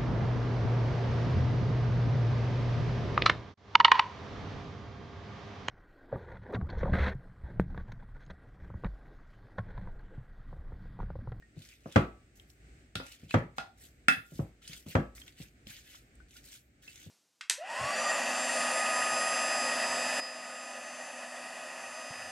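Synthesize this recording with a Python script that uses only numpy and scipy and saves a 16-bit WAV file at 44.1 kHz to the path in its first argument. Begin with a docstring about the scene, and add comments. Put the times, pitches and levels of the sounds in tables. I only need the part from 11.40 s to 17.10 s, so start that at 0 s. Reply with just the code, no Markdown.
"""In a small kitchen, boiled potatoes are mashed in a glass bowl on the worktop, close to a two-port microphone.
The steel masher thumps through the potato into bowl and worktop: filtered bursts, dying tones and a low swing.
Steel clinks on glass are bursts with dying tones; wet mash squelches as random clicks and tiny ringing bubbles.
Air pockets pop as a snap plus a short note. Each of these gets a short room echo of shaped noise.
Underneath lies faint kitchen air: noise coloured into a low hum and a thin hiss."""
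import sys
import numpy as np
from scipy import signal
from scipy.fft import rfft, irfft
from scipy.io import wavfile
from scipy.ndimage import uniform_filter1d

SR = 44100
rng = np.random.default_rng(int(sys.argv[2]) if len(sys.argv) > 2 else 0)


def bounce(signal):
    """Save signal as a 16-bit WAV file at the path given by the first command-line argument."""
    frames = np.transpose(np.atleast_2d(signal))
    limited = np.clip(frames, -1, 1)
    pcm = np.round(limited * 32767).astype(np.int16)
    wavfile.write(sys.argv[1], SR, pcm)


N = 251370  # length of the scene in samples
HZ = np.fft.rfftfreq(8192, 1 / SR)  # frequencies at which filter gains are given
T = np.arange(SR * 3 // 5) / SR  # time within one short sound, in seconds


def amp(db):
    """Turns decibels into a gain."""
    return 10 ** (np.asarray(db) / 20)


def read(points, hz):
    """Reads between the points of a (f/Hz, value) table, on a log-frequency axis."""
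    f, value = np.transpose(points)
    return np.interp(np.log(hz + 1), np.log(f + 1), value)


def add(mix, s, sound):
    """Lays a stereo sound into the mix, starting at s seconds."""
    start = max(round(s * SR), 0)
    part = mix[:, start:][:, :sound.shape[1]]
    part += sound[:, :part.shape[1]]  # writes into the mix itself


def colour(x, db):
    """Filters x with the gain db over HZ, without sounding ahead of time (minimum phase)."""
    cepstrum = irfft(db * np.log(10) / 20)
    half = len(cepstrum) // 2
    # folding the second half onto the first makes the filter causal
    cepstrum[1:half] *= 2
    cepstrum[half + 1:] = 0
    response = irfft(np.exp(rfft(cepstrum)))[None, :half]
    return signal.oaconvolve(x, response, axes=1)[:, :x.shape[1]]


def band_rms(x, band):
    """Measures the level of a stereo sound's centre within a band (low Hz, high Hz)."""
    sos = signal.butter(2, band, "band", fs=SR, output="sos")
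    return np.std(signal.sosfilt(sos, x.mean(0)))


def diffuse(size):
    """Noise from all sides: alike at both ports in the bass, unrelated in the treble."""
    port_gap_m, sound_speed_m_per_s = 0.17, 343
    a, b = rfft(rng.standard_normal((2, size)))
    same = np.sinc(2 * np.fft.rfftfreq(size, 1 / SR) * port_gap_m / sound_speed_m_per_s)
    near, apart = np.sqrt((1 + same) / 2), np.sqrt((1 - same) / 2)
    return irfft([near * a + apart * b, near * a - apart * b], size)


def kitchen(direct_db, early_db, early_s, tail_db, lag_s):
    """Direct sound, quick scatter from worktop and tiles, and a tail that dies band by band."""
    # how long the room takes to die away by 60 dB: (f/Hz, t60/s)
    room_t60 = [(60, 0.34), (150, 0.19), (500, 0.31), (1500, 0.27), (2500, 0.26), (4000, 0.28), (8000, 0.2),
                (16000, 0.53)]
    hz, t, z = signal.stft(diffuse(len(T)), SR, nperseg=256)
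    fading = z * amp(-60 * t / read(room_t60, hz)[:, None])
    tail = signal.istft(fading, SR, nperseg=256)[1][:, :len(T)]
    tail *= 1 - np.exp(-T / 0.0026)
    early = diffuse(len(T)) * np.exp(-T / early_s) * (1 - np.exp(-T / 0.0013))
    # the second port hears the direct sound lag_s later
    direct = np.sinc((T - np.array([[0], [abs(lag_s)]])) * SR - 2)
    parts = [(direct_db, direct), (early_db, early), (tail_db, tail)]
    paths = sum(amp(db) * p / np.linalg.norm(p[0]) for db, p in parts)
    # many paths together leave a fine ripple but no broad colour
    power = uniform_filter1d((abs(rfft(paths, 8192)) ** 2).mean(0), size=21)
    return colour(paths, -10 * np.log10(power))


def air():
    """Low hum and thin hiss of the still kitchen: coloured noise whose level swells slightly."""
    # how strong the noise is at each pitch, before its overall level is set: (f/Hz, density/dB per Hz)
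    air_colour = [(20, -14), (40, -6), (58, 6), (80, -6.5), (120, -5.5), (180, -12.5), (300, -10),
                  (500, -21), (780, -24.5), (950, -38), (1200, -29), (1500, -22.5), (2200, -21.5),
                  (3200, -31), (6000, -35), (8400, -30), (9600, -47), (16000, -48)]
    level_db, swell_db = -62, 1.0  # average level; size of each slow wave in it
    spectrum = rfft(diffuse(N)) * amp(read(air_colour, np.fft.rfftfreq(N, 1 / SR)))
    noise = irfft(spectrum, N)
    t = np.arange(N) / SR
    swell = sum(np.sin(2 * np.pi * (f * t + rng.random())) for f in np.geomspace(.4, 5, 8))
    return amp(level_db + swell_db * swell) * noise / noise.std()


def pops():
    """A larger air pocket bursts: a wet snap centred on a short note."""
    # air pockets bursting in the mash: (t/s, peak level/dB, note f/Hz, note t60/s)
    air_pockets = [(0.023, -50, 1852, 0.073), (0.2185, -44, 3556, 0.071), (0.997, -43, 3170, 0.016),
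                   (1.1004, -47.5, 5400, 0.011), (1.9079, -29.5, 2560, 0.022), (2.4104, -53.5, 1837, 0.06),
                   (3.2176, -59, 1336, 0.038), (3.259, -49, 3740, 0.02), (3.502, -42.5, 2900, 0.062),
                   (3.7788, -42.5, 2160, 0.021), (3.8153, -40.5, 3190, 0.054), (3.8788, -40, 3730, 0.017),
                   (3.978, -55, 2950, 0.019), (4.2692, -37, 3290, 0.0073), (4.2951, -43, 2370, 0.034),
                   (4.546, -49, 1332, 0.066), (4.753, -50.5, 8230, 0.023), (4.802, -48.5, 1497, 0.086),
                   (4.958, -52, 1420, 0.05), (5.1283, -43.5, 3330, 0.019), (5.4778, -38.5, 2644, 0.066)]
    out = np.zeros((2, N))
    for s, db, hz, t60 in air_pockets:
        note = amp(-6 - 60 * T / t60) * np.sin(2 * np.pi * hz * T)
        snap = np.exp(-T / 0.00072) * rng.standard_normal(len(T))
        # the snap loses 13 dB per octave away from the note
        burst = note + colour(snap[None], 7 - 13 * abs(np.log2((HZ + 100) / hz)))
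        room = kitchen(direct_db=-9.0, early_db=3.5, early_s=0.0019, tail_db=-8.5, lag_s=.00005)
        sound = signal.fftconvolve(burst, room, axes=1)[:, :len(T)]
        add(out, s, amp(db) * sound / abs(sound).max())
    return out


def crackle(per_s, spread_db):
    """Random clicks, most of them near the smallest size and a few larger."""
    size = amp(spread_db * np.minimum(rng.exponential(1, N), 4))
    happens = rng.random(N) < per_s / SR
    return size * rng.choice([-1, 1], N) * happens


def bubbles(per_s, cycles, count):
    """Tiny cavities open in the mash; each rings for a few cycles, rising in pitch."""
    out = np.zeros(N)
    t = T[:SR // 50]
    for hz in np.linspace(1500, 7000, count) * rng.uniform(.94, 0.98, count):
        grain = np.exp(-t * hz / cycles) * np.sin(2 * np.pi * hz * t * (1 + 6 * t))
        clicks = crackle(per_s / count, spread_db=2.5)
        out += signal.oaconvolve(clicks, grain / np.linalg.norm(grain))[:N]
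    return out


def squeeze_gains():
    """Each squeeze sets in, swells or slackens while the plate moves, then dies away: (fizz, smack) gains."""
    # mash squeezing through the plate, with fizz and smack levels relative to their layers:
    # (start t/s, length/s, attack/s, fine fizz level/dB, wet smack level/dB, swell from start to end/dB)
    squeezes = [(0.152, 0.11, 0.095, -69.5, -61, -5.5), (0.276, 0.057, 0.019, -78, -64, 4),
                (0.388, 0.18, 0.16, -75, -64, 13.5), (0.948, 0.049, 0.011, -73, -82, -3),
                (1.068, 0.053, 0.036, -75, -92, -6.5), (1.61, 0.13, 0.03, -72.5, -62, 6.5),
                (1.787, 0.059, 0.01, -81, -70, 2), (1.878, 0.04, 0.024, -69, -53.5, 3),
                (2.158, 0.027, 0.017, -69, -63, -3), (2.36, 0.096, 0.047, -68.5, -69, 5),
                (2.831, 0.16, 0.02, -74, -74, 15), (3.213, 0.12, 0.005, -70.5, -57.5, 12),
                (3.351, 0.022, 0.03, -59.5, -63.5, -9.5), (3.457, 0.062, 0.011, -63.5, -58, 5.5),
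                (3.748, 0.066, 0.004, -63.5, -63, -1.5), (3.853, 0.018, 0.022, -72, -57.5, -0.5),
                (3.947, 0.076, 0.033, -71.5, -61.5, 9.5), (4.255, 0.13, 0.051, -64, -54.5, -8),
                (4.423, 0.14, 0.062, -69, -62, 3.5), (4.869, 0.1, 0.019, -76, -69, 19.5),
                (5.029, 0.12, 0.024, -66, -62.5, 1.5), (5.418, 0.23, 0.0065, -71, -63.5, 1)]
    fade_db_per_s = np.array([[277.5], [322]])  # fizz and smack, once the plate stops
    gains = np.zeros((2, N))
    for s, length, attack_s, fizz_db, smack_db, swell_db in squeezes:
        attack = np.minimum(T / attack_s, 1)
        pressure_db = swell_db * (np.minimum(T / length, 1) - .5)
        release_db = np.maximum(T - length, 0) * fade_db_per_s
        level_db = np.array([[fizz_db], [smack_db]]) + pressure_db - release_db
        add(gains, s, attack * amp(level_db))
    return gains


def wander(shape, size):
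    """Random values smoothed along each axis, then scaled to a spread of one."""
    drift = rng.standard_normal(shape)
    for axis, width in enumerate(size):
        for _ in range(2):
            drift = uniform_filter1d(drift, width, axis)
    return drift / drift.std()


def shifting(x, patchy_db):
    """Cavities in the mash change shape, so the colour of the squelch keeps moving."""
    z = signal.stft(x, SR, nperseg=256)[2]
    z *= amp(patchy_db * wander(z.shape[1:], size=(4, 9)))
    return signal.istft(z, SR, nperseg=256)[1][:, :N]


def squelch():
    """Wet starch films tear with a fine fizz; larger cavities smack open and strands snap."""
    # colour of starch films tearing: (f/Hz, relative level/dB)
    fizz_colour = [(900, -19), (2000, -19), (4000, -2), (6000, 2.5), (8500, 5.5), (9700, -4.5), (12500, 4),
                   (16000, -8)]
    # colour of cavities smacking open: (f/Hz, relative level/dB)
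    smack_colour = [(200, -33), (600, 0), (1000, -16), (1400, -6), (2300, -1.5), (3600, -2.5), (5500, -14),
                    (9000, -6), (16000, -35)]
    # colour of a strand of mash parting: (f/Hz, relative level/dB)
    snap_colour = [(700, -31), (1700, -6.5), (2800, 3), (7000, 2.5), (10000, -3), (16000, -16.5)]
    out = np.zeros((2, N))
    fizz_band, smack_band = (9500, 15500), (1400, 4500)  # Hz, where each layer's level is set
    fizzing, smacking = squeeze_gains()
    # grains, colour, layer level in dB, gain over time, band
    layers = [(crackle(per_s=6000, spread_db=8.0), fizz_colour, -1, fizzing, fizz_band),
              (bubbles(per_s=1800, cycles=4.1, count=30), smack_colour, -2, smacking, smack_band),
              (crackle(per_s=190, spread_db=5.0), snap_colour, -6, smacking, smack_band)]
    for grains, spectrum, db, gain, band in layers:
        close = kitchen(direct_db=-2, early_db=-2, early_s=0.007, tail_db=-9.5, lag_s=.00005)
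        room = colour(close, read(spectrum, HZ))
        # the grains without their squeezes give the level to divide by
        steady = signal.oaconvolve(grains[None], room, axes=1)[:, :N]
        squeezed = signal.oaconvolve((grains * gain)[None], room, axes=1)[:, :N]
        out += amp(db) / band_rms(steady, band) * squeezed
    return shifting(out, patchy_db=2.1)


def ring(modes, rise_s, spread_hz):
    """Dying tones of alternating sign; the higher ones reach the two ports out of step."""
    out = np.zeros((2, len(T)))
    for k, (hz, db, t60) in enumerate(modes):
        skew = min((hz / spread_hz) ** 2, 1) * rng.uniform(.55, .85) * rng.choice([-1, 1])  # radians
        tone = np.sin(2 * np.pi * hz * T + np.array([[skew], [-skew]]))
        out += (-1) ** k * amp(db - 60 * T / t60) * tone
    return out * (1 - np.exp(-T / rise_s))


def contact(corner_hz, peak_db):
    """The springy contact lifts or dips the sound at its corner and takes out the treble above: dB over HZ."""
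    peak = peak_db * np.exp(-(2 * np.log2((HZ + 1) / corner_hz)) ** 2)
    return peak - 10 * np.log10(1 + (HZ / corner_hz) ** 4)


def clinks():
    """The steel plate hits the glass; where it touches decides which of its resonances speaks."""
    # steel on glass: (t/s, force level/dB, contact cut-off f/Hz, masher resonance f/Hz, its lift/dB, bowl ring/dB)
    taps = [(1.554, -14, 12100, 3800, 8, -9.5), (1.598, -37, 4000, 2400, -1, 19.5),
            (2.182, -13.5, 5550, 898, 15.5, -6), (2.201, -26, 6070, 3920, -13, -13),
            (2.683, -2, 10200, 1940, 12.5, -1), (2.695, -18, 3030, 1800, -2, -23)]
    # tones of the glass wall struck by steel, t60 before the mash damps it: (f/Hz, relative level/dB, t60/s)
    glass_modes = [(269.9, -22.5, .14), (466, -33.5, 0.17), (792, -31.5, 0.29), (1280, -36.5, 0.14),
                   (1415.4, -15.5, 0.12), (1670, -33, 0.077), (1460, -30.5, 0.071), (1960, -34, 0.12),
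                   (2527, -25.5, .12), (2621, -21.5, 0.13), (3000, -47.5, 0.065), (3460, -28.5, 0.12),
                   (3510, -32.5, 0.11), (3780, -32, .07), (4700, -33, .07), (4950, -28, 0.073),
                   (5440, -30.5, 0.068)]
    # broad colour of the struck glass: (f/Hz, relative level/dB)
    glass_body = [(40, -14), (170, 16), (400, 7.5), (780, 8), (980, -0.5), (1400, 18.5), (2000, 11),
                  (2600, 7.5), (3600, 11), (4300, 4.5), (7000, 0), (8500, 3.5), (10000, -3), (16000, -8.5)]
    out = np.zeros((2, N))
    # the mash damps the glass, so it is the room that carries the ring on
    damped = [(hz, db, min(t60, .115)) for hz, db, t60 in glass_modes]
    for s, db, corner_hz, steel_hz, lift_db, ring_db in taps:
        room = kitchen(direct_db=-20.0, early_db=-1.5, early_s=0.0023, tail_db=-3.5, lag_s=0.00018)
        wall = ring(damped, rise_s=0.001, spread_hz=1400)
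        echoed = signal.fftconvolve(wall, room, axes=1)[:, :len(T)]
        wall = amp(-6.5) * wall + amp(-4.5) * echoed
        body = colour(room, read(glass_body, HZ)) + amp(ring_db) * wall
        steel = lift_db * np.exp(-(np.log2((HZ + 1) / steel_hz) / 0.61) ** 2)
        add(out, s, amp(db) * colour(body, contact(corner_hz, peak_db=3) + steel))
    return out


def push(hz, delay_s):
    """The arm's weight arrives just after contact: one low swing of the worktop."""
    u = np.pi * hz * (T - delay_s)
    return (2 * u ** 2 - 1) * np.exp(-u ** 2)


def thumps():
    """The masher bottoms out and drives the bowl against the worktop."""
    # downward blows; the cut-off is low when potato cushions the blow:
    # (t/s, relative force level/dB, contact cut-off f/Hz, weight in the bass/dB)
    blows = [(0.165, -31, 298, 4), (0.207, -34, 232, -11), (0.458, -21.5, 846, -9), (0.559, 1, 3300, -2.5),
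             (1.555, -30, 505, 8), (1.598, -19, 1120, -26.5), (1.83, -39, 403, 10.5),
             (1.9408, -4, 3000, -6.5), (1.948, -8.5, 1190, 2.5), (2.766, -25.5, 219, -8.5),
             (2.919, -34, 454, 4), (2.992, -13.5, 578, -1), (3.294, -45, 450, 14.5), (3.463, -31, 680, 6),
             (3.552, -4.5, 2710, 0.5), (3.999, -38.5, 707, 13.5), (4.266, -48, 587, 19),
             (5.288, -44, 286, -13), (5.476, -38, 307, -21.5), (5.662, -38.5, 377, 9.5)]
    # tones of the bowl standing on the worktop: (f/Hz, relative level/dB, t60/s)
    worktop_modes = [(54.4, -30, 0.46), (97.5, -15, 0.14), (113.5, -27.5, 0.21), (152.4, -13.5, 0.16),
                     (199, -23, 0.054), (203.6, -28, 0.28), (254.6, -31.5, 0.28), (309, -30.5, 0.24),
                     (350, -34.5, 0.3), (390, -35.5, 0.12), (500.7, -29.5, .2), (552.2, -23, 0.16),
                     (637, -24, 0.082), (726, -28.5, 0.13), (822, -37.5, 0.23), (1159, -39, 0.38),
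                     (1300, -37, 0.37), (3270, -35.5, .14)]
    # colour of its crowd of short overlapping tones: (f/Hz, relative level/dB)
    worktop_body = [(25, -11.5), (60, 17), (110, 35.5), (200, 32.5), (430, 22.5), (600, 23.5), (900, 17.5),
                    (1400, 20.5), (2100, 13.5), (3100, 7), (4200, 2), (8000, 5), (10000, -5), (16000, -5.5)]
    out = np.zeros((2, N))
    for s, db, corner_hz, weight_db in blows:
        room = kitchen(direct_db=-16.5, early_db=0, early_s=0.0053, tail_db=-3, lag_s=.0001)
        body = colour(room, read(worktop_body, HZ))
        body = body + ring(worktop_modes, rise_s=.002, spread_hz=2100)
        body = body + amp(-13.5) * push(hz=139, delay_s=.006)
        weight = weight_db / (1 + (HZ / 280) ** 2)
        add(out, s, amp(db) * colour(body, contact(corner_hz, peak_db=-0.5) + weight))
    return out * amp(0) * 10 ** (np.array([[.4], [-.4]]) / 20)  # first port 0.8 dB louder than the second


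def scene():
    """All that sounds at the worktop, over the air of the kitchen."""
    return air() + pops() + squelch() + clinks() + thumps()


def record(dry):
    """The microphone sheds the lowest rumble; then the recorder's band limit."""
    rumble_hz, edge_hz = 38, 15950
    lean = signal.sosfilt(signal.butter(3, rumble_hz, "high", fs=SR, output="sos"), dry)
    band_limit = signal.firwin(511, edge_hz, window=("kaiser", 9), fs=SR)
    return signal.oaconvolve(lean, band_limit[None], "same")


dry = scene()
out = record(dry)
bounce(out)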